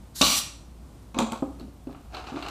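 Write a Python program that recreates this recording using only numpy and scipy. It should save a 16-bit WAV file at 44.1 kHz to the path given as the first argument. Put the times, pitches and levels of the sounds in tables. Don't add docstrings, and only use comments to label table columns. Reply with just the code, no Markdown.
import sys
import numpy as np
from scipy import signal
from scipy.fft import rfft, irfft, next_fast_len
from scipy.io import wavfile
from scipy.ndimage import map_coordinates

SR = 44100
rng = np.random.default_rng(int(sys.argv[2]) if len(sys.argv) > 2 else 0)


def convert_level_to_amplitude(level_db):
    exponent = np.asarray(level_db, float) / 20
    return 10 ** exponent


def bounce(signal):
    frames = np.transpose(np.atleast_2d(signal))
    limited = np.clip(frames, -1, 1)
    pcm = np.round(limited * 32767).astype(np.int16)
    wavfile.write(sys.argv[1], SR, pcm)


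N = 110250
T = np.arange(N) / SR


def unit(x):
    return x / np.sqrt(np.mean(x ** 2) + 1e-20)


def along(points, hz):
    f, v = np.transpose(points)
    return np.interp(np.log(hz + 1), np.log(f + 1), v)


def level(rows):
    s, db = np.transpose(rows)
    return convert_level_to_amplitude(np.interp(T, s, db, left=-200, right=-200))


def wobble(rate):
    knots = rng.standard_normal(int(N * rate / SR) + 4)
    return map_coordinates(knots, [T * rate])


def filtered(x, response):
    m = next_fast_len(len(x) + 8192)
    return irfft(rfft(x, m) * response(np.fft.rfftfreq(m, 1 / SR)), m)[:len(x)]


def noise(spectrum, size=N):
    white = rng.standard_normal(size)
    return unit(filtered(white, lambda hz: convert_level_to_amplitude(along(spectrum, hz))))


def add(track, s, sound):
    part = track[round(s * SR):][:len(sound)]
    part += sound[:len(part)]


# (per Hz, relative)
ROOM_AIR_SPECTRUM = [(12, -50), (28, -12), (42, -19), (65, -7), (88, -9), (163, -12.5), (270, -15.5),
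                     (350, -20.5), (400, -24.5), (600, -25.5), (1200, -31), (1700, -39), (4000, -41),
                     (6500, -43.5), (8500, -42), (10000, -45), (13000, -51.5), (15300, -52), (16000, -58)]


def room_air():
    return convert_level_to_amplitude(-49.5 + 0.8 * wobble(5.3)) * noise(ROOM_AIR_SPECTRUM)


def hum():
    pitch_hz = 57.2 + 4 * wobble(35)
    level_db = -47 + 2.3 * wobble(9.1)
    return convert_level_to_amplitude(level_db) * np.sin(2 * np.pi * np.cumsum(pitch_hz) / SR)


def whine():
    centre_hz, width_hz, level_db = 13100, 60, -78
    passband = lambda hz: np.exp(-((hz - centre_hz) / width_hz) ** 2)
    return convert_level_to_amplitude(level_db) * unit(filtered(rng.standard_normal(N), passband))


# time_s, level_db
LEAK_FLOW = [(.138, -76), (.15, -52), (.16, -38), (.18, -38.5), (.21, -34), (.225, -44.5), (.39, -26),
             (.41, -80)]
# (per Hz, relative)
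LEAK_SPECTRUM = [(470, -49), (900, -14), (1900, -12), (2400, -18), (3200, -6.5), (4180, 1), (5400, -3.5),
                 (6140, -3), (8000, -2.5), (9300, -7.5), (11700, -3.5), (13500, -13), (15300, -13.5),
                 (16000, -32.5)]


def leak():
    return level(LEAK_FLOW) * noise(LEAK_SPECTRUM)


# frequency_hz, t60_s
GARAGE_DECAY = [(150, 0.32), (1000, 0.52), (4000, 0.43), (8000, 0.45), (15000, 0.21)]


def garage(x):
    hz, t, z = signal.stft(rng.standard_normal(SR), SR, nperseg=256)
    decay = convert_level_to_amplitude(-60 * t / along(GARAGE_DECAY, hz)[:, None])
    tail = signal.istft(z * decay, SR, nperseg=256)[1]
    delayed = np.pad(x, (200, 0))
    return signal.fftconvolve(delayed, tail / np.linalg.norm(tail))[:N]


# time_s, level_db
SURGE_FLOW = [(.2095, -70), (.2115, -37), (.216, -18.5), (.225, -22), (.24, -30.5), (.265, -28), (.3, -45),
              (.32, -80)]
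# (per Hz, relative)
SURGE_SPECTRUM = [(1200, -43), (1900, -20.5), (2400, -4.5), (2900, 3.5), (3900, -5.5), (4600, -0.5),
                  (5300, -7.5), (5900, -5.5), (7600, -11), (9000, -25.5), (12000, -19), (14000, -39),
                  (16000, -50)]


def surge():
    return level(SURGE_FLOW) * convert_level_to_amplitude(2.5 * wobble(249)) * noise(SURGE_SPECTRUM)


# time_s, level_db
SPLAT_LEVEL = [(.2095, -48), (.2125, -19.5), (.215, -22.5), (.237, -24.5), (.275, -35.5), (.335, -44.5),
               (.4, -48.5), (.43, -56)]
# (per Hz, relative)
SPLAT_SPECTRUM = [(35, -30), (60, -6), (120, -12.5), (184, 1.5), (276, 3.5), (390, -16), (533, -4),
                  (650, -8.5), (780, -4), (950, -13), (1150, 0.5), (1300, -6.5), (1900, -22.5),
                  (2470, -60.5)]


def splat():
    return level(SPLAT_LEVEL) * convert_level_to_amplitude(2.2 * wobble(89.5)) * noise(SPLAT_SPECTRUM)


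# time_s, level_db
JET_FLOW = [(.2105, -74), (.2125, -21), (.217, -22.5), (.225, -26), (.24, -24), (.27, -23), (.33, -25),
            (.385, -29), (.4, -35), (.44, -55), (.47, -94)]
# (per Hz, relative)
JET_SPECTRUM = [(180, -40), (300, -5.5), (453, -26.5), (561, -9.5), (997, -13), (1140, -4.5), (1740, -18.5),
                (2350, -4), (2500, -2.5), (4680, -3.5), (5170, -10.5), (5800, 1), (6610, -8), (7540, -2.5),
                (9040, -7), (11000, -11.5), (15300, -13.5)]
# pitch_hz, width_hz, gain_db (beside the direct jet)
SHELL_RESONANCES = [(1070, 430, -5), (2360, 200, -5.5), (2820, 270, -5), (4160, 550, 3), (4840, 200, 3),
                    (5790, 250, 1), (7270, 300, -9), (10800, 300, -2.5)]


def jet():
    def shell(f):
        response = 1
        for c, w, db in SHELL_RESONANCES:
            response = response + convert_level_to_amplitude(db) * 1j * f * w / (c * c - f * f + 1j * f * w)
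        return np.abs(response)

    onset_s, sputter_t60_s = JET_FLOW[1][0], 0.1
    sputter_db = 3.5 * convert_level_to_amplitude(-60 * np.abs(T - onset_s) / sputter_t60_s) + 0.25
    flow = level(JET_FLOW) * convert_level_to_amplitude(sputter_db * wobble(219.64))
    return flow * unit(filtered(noise(JET_SPECTRUM), shell))


def struck_bucket(blows, modes):
    out, t = np.zeros(N), T[:SR // 4]
    scatter = rng.standard_normal((len(blows), 2, len(modes)))
    for (s, db, soft, ratio), (level_scatter, pitch_scatter) in zip(blows, scatter):
        ring = 0
        for (hz, gain_db, t60), u, v in zip(modes, level_scatter, pitch_scatter):
            decay = convert_level_to_amplitude(gain_db + 0.59 * u - 60 * t / t60)
            softening = 1 / (1 + (hz * abs(soft) * 2) ** 4)
            ring = ring + decay * softening * np.sin(2 * np.pi * hz * (ratio + 0.013 * v) * t)
        add(out, s, convert_level_to_amplitude(db) * ring * (1 - np.exp(-t / 0.00088)))
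    return out


# start_s, level_db, softness_s, pitch_ratio (a pressed wall shifts it)
BUMP_BLOWS = [(.2128, -21, 0.00018, 0.914), (1.167, -22.5, 0.00072, 1.01), (1.4238, -17, 0.00054, .99),
              (1.449, -38, 0.0027, 0.81), (1.482, -65, .001, 1.01), (1.599, -40.5, 0.0006, 1.38),
              (1.612, -32.5, 0.0013, 1.01), (1.628, -33, .0012, 0.9), (1.646, -31, 0.0013, 0.75),
              (1.68, -40, 0.00081, 1.05), (1.871, -27, 0.00092, 0.99), (1.891, -31.5, 0.00052, 1.01),
              (2.321, -31, 0.00061, 0.92), (2.342, -24.5, 0.0013, 1.05), (2.356, -30, 0.00095, 1.01),
              (2.367, -26.5, 0.00042, 1.16)]
# pitch_hz, level_db, t60_s
HOLLOW_MODES = [(188, -21.5, 0.034), (278.3, 0, 0.077), (314.7, -5.5, 0.073), (395, -17.5, 0.092),
                (535.7, -5, 0.06), (658, -5.5, 0.046), (785, -4.5, 0.042), (1006, -8, 0.06),
                (1217, -4, 0.052), (1420, -21, 0.024)]


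def bucket_bumps():
    return struck_bucket(BUMP_BLOWS, HOLLOW_MODES)


def snap():
    start_s, width_s, level_db = 0.2169, 0.000045, -3
    u = (T - start_s) / width_s
    return -convert_level_to_amplitude(level_db) * (1 - u ** 2) * np.exp(-u ** 2 / 2)


# start_s, level_db, pitch_hz
PLUG_POPS = [(0.2169, -8, 3770), (0.222, -9.5, 3780), (0.234, -12, 4040), (0.2414, -10.5, 4100)]


def pops():
    out, t = np.zeros(N), T[:SR // 20]
    for s, db, hz in PLUG_POPS:
        decay = convert_level_to_amplitude(db - 60 * t / 0.017)
        add(out, s, decay * (1 - np.exp(-t / 0.0003)) * np.sin(2 * np.pi * hz * t))
    return out


def friction(rows, spectrum, lump_db):
    lumps = convert_level_to_amplitude(1.56 * wobble(45) + lump_db * wobble(400))
    return level(rows) * unit(lumps * noise(spectrum))


# time_s, level_db
RATTLE_LEVEL = [(1.14, -78), (1.15, -44), (1.185, -33), (1.195, -27.5), (1.25, -37), (1.31, -44),
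                (1.33, -36.5), (1.4, -52), (1.5, -87)]
# (per Hz, relative)
RATTLE_SPECTRUM = [(240, -21), (400, -4.5), (703, 0.5), (807, -2.5), (1110, 2), (1420, -9), (1780, -22.5),
                   (2490, -11), (3130, -27), (3880, -13.5), (5430, -27), (6040, -17.5), (8060, -51),
                   (9390, -42), (15300, -48)]


def rattle():
    return friction(RATTLE_LEVEL, RATTLE_SPECTRUM, 3.3)


# start_s, level_db, softness_s, pitch_ratio
CATCH_BLOWS = [(1.1445, -33.5, .0001, 1.01), (1.189, -19.5, 0.00027, 1.045), (1.1945, -26, 0.00017, 1.01),
               (1.216, -21, 0.00078, .99), (1.3205, -27.5, .0001, 1.01), (1.335, -36, 0.00045, 1)]
# pitch_hz, level_db, t60_s
CATCHING_MODES = [(230.7, -0.5, 0.18), (302, -4, 0.083), (419, -13.5, 0.12), (527, -5, 0.057),
                  (717, -3, 0.037), (891, -3, 0.086), (968, -2.5, 0.032), (1097, -6, 0.11),
                  (1337, -10.5, 0.082), (1500, -22, .04), (2370, -16, .02)]


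def bucket_catch():
    return struck_bucket(CATCH_BLOWS, CATCHING_MODES)


def tilted_bursts(rows, spectrum):
    out, t = np.zeros(N), T[:SR // 8]
    for s, db, t60, tilt in rows:
        tilted = lambda hz: convert_level_to_amplitude(tilt * np.log2(hz / 4000 + 0.062))
        burst = unit(filtered(noise(spectrum, size=len(t)), tilted))
        decay = convert_level_to_amplitude(db - 5.5 - 60 * t / max(t60, 0.003))
        add(out, s, decay * (1 - np.exp(-t / 0.00023)) * burst)
    return out


# start_s, level_db (relative), t60_s, tilt_db_per_octave (well above 250 Hz)
SHELL_CLACKS = [(1.1445, -31.5, 0.033, -2.5), (1.1872, -13, 0.025, 4.5), (1.2029, -21, 0.01, 8.5),
                (1.2253, -26, .029, 3), (1.3209, -23.5, 0.015, 8), (1.3324, -36, 0.018, 14)]
# (per Hz, relative)
CLACK_SPECTRUM = [(880, -34), (1500, -2), (1910, -19.5), (2150, 0.5), (2530, 6.5), (2880, -2), (3960, -2),
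                  (5520, -17.5), (5960, -9.5), (7750, -8), (9230, -20), (15300, -37.5)]


def shell_clacks():
    return tilted_bursts(SHELL_CLACKS, CLACK_SPECTRUM)


# time_s, level_db
RUMMAGE_LEVEL = [(1.56, -82), (1.6, -55), (1.7, -72), (1.85, -72), (1.9, -56), (2.0, -61), (2.08, -65),
                 (2.12, -55), (2.146, -41.5), (2.19, -40), (2.24, -44.5), (2.3, -41.5), (2.37, -44),
                 (2.41, -41), (2.45, -41.5), (2.5, -37)]
# (per Hz, relative)
RUMMAGE_SPECTRUM = [(120, -53), (250, -8.5), (380, -4), (580, -16), (700, 1), (840, -2.5), (935, -9.5),
                    (1300, -5.5), (2000, -21), (2600, -13), (3300, -22), (4000, -19), (5540, -26),
                    (7000, -28.5), (11000, -45), (15300, -51)]


def rummage():
    return friction(RUMMAGE_LEVEL, RUMMAGE_SPECTRUM, 2.36)


# start_s, level_db (relative), t60_s, tilt_db_per_octave (well above 250 Hz)
TICKS_AND_BUMP = [(1.5965, -41.5, .025, 10), (1.608, -44, 0.047, 2), (1.8706, -43, 0.026, -3),
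                  (1.9275, -42, .015, 1.5), (1.947, -37, 0.065, -8), (2.1465, -26, 0.043, 0.6),
                  (2.168, -30.5, 0.054, -1), (2.2408, -36, 0.038, -2), (2.2687, -35.5, 0.064, 1.5),
                  (2.3151, -37, .023, -8), (2.3603, -28.5, 0.034, -1.2), (2.4241, -26, 0.062, -0.3),
                  (2.441, -45, 0.011, 2.5), (2.4634, -24.5, 0.025, 0), (2.4841, -25, .032, 5.5)]
# (per Hz, relative)
TICK_SPECTRUM = [(350, -18), (600, -3), (1250, 3.5), (1870, -10.5), (2700, 0.5), (3540, -8.5), (4280, -0.5),
                 (5540, -20), (7260, -25), (7880, -20), (9270, -38), (11800, -26), (13700, -46),
                 (15300, -44.5)]


def ticks_and_bump():
    return tilted_bursts(TICKS_AND_BUMP, TICK_SPECTRUM)


REVERB_DB = {"jet": -6, "knocks": -6, "clacks": -6, "rubbing": -10}


def scene():
    parts = {
        "jet": leak() + surge() + splat() + jet() + snap() + pops(),
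        "knocks": bucket_bumps() + bucket_catch(),
        "rubbing": rattle() + rummage(),
        "clacks": shell_clacks() + ticks_and_bump(),
    }
    mix = room_air() + hum() + whine()
    for name, direct in parts.items():
        mix += direct + convert_level_to_amplitude(REVERB_DB[name]) * garage(direct)
    return mix[None]


def low_pass(x):
    return signal.sosfilt(signal.butter(12, 16180, fs=SR, output="sos"), x)


def record(dry):
    top_hz = 15380
    mix = filtered(dry[0], lambda hz: hz < top_hz)[None]
    return low_pass(mix)


dry = scene()
out = record(dry)
bounce(out)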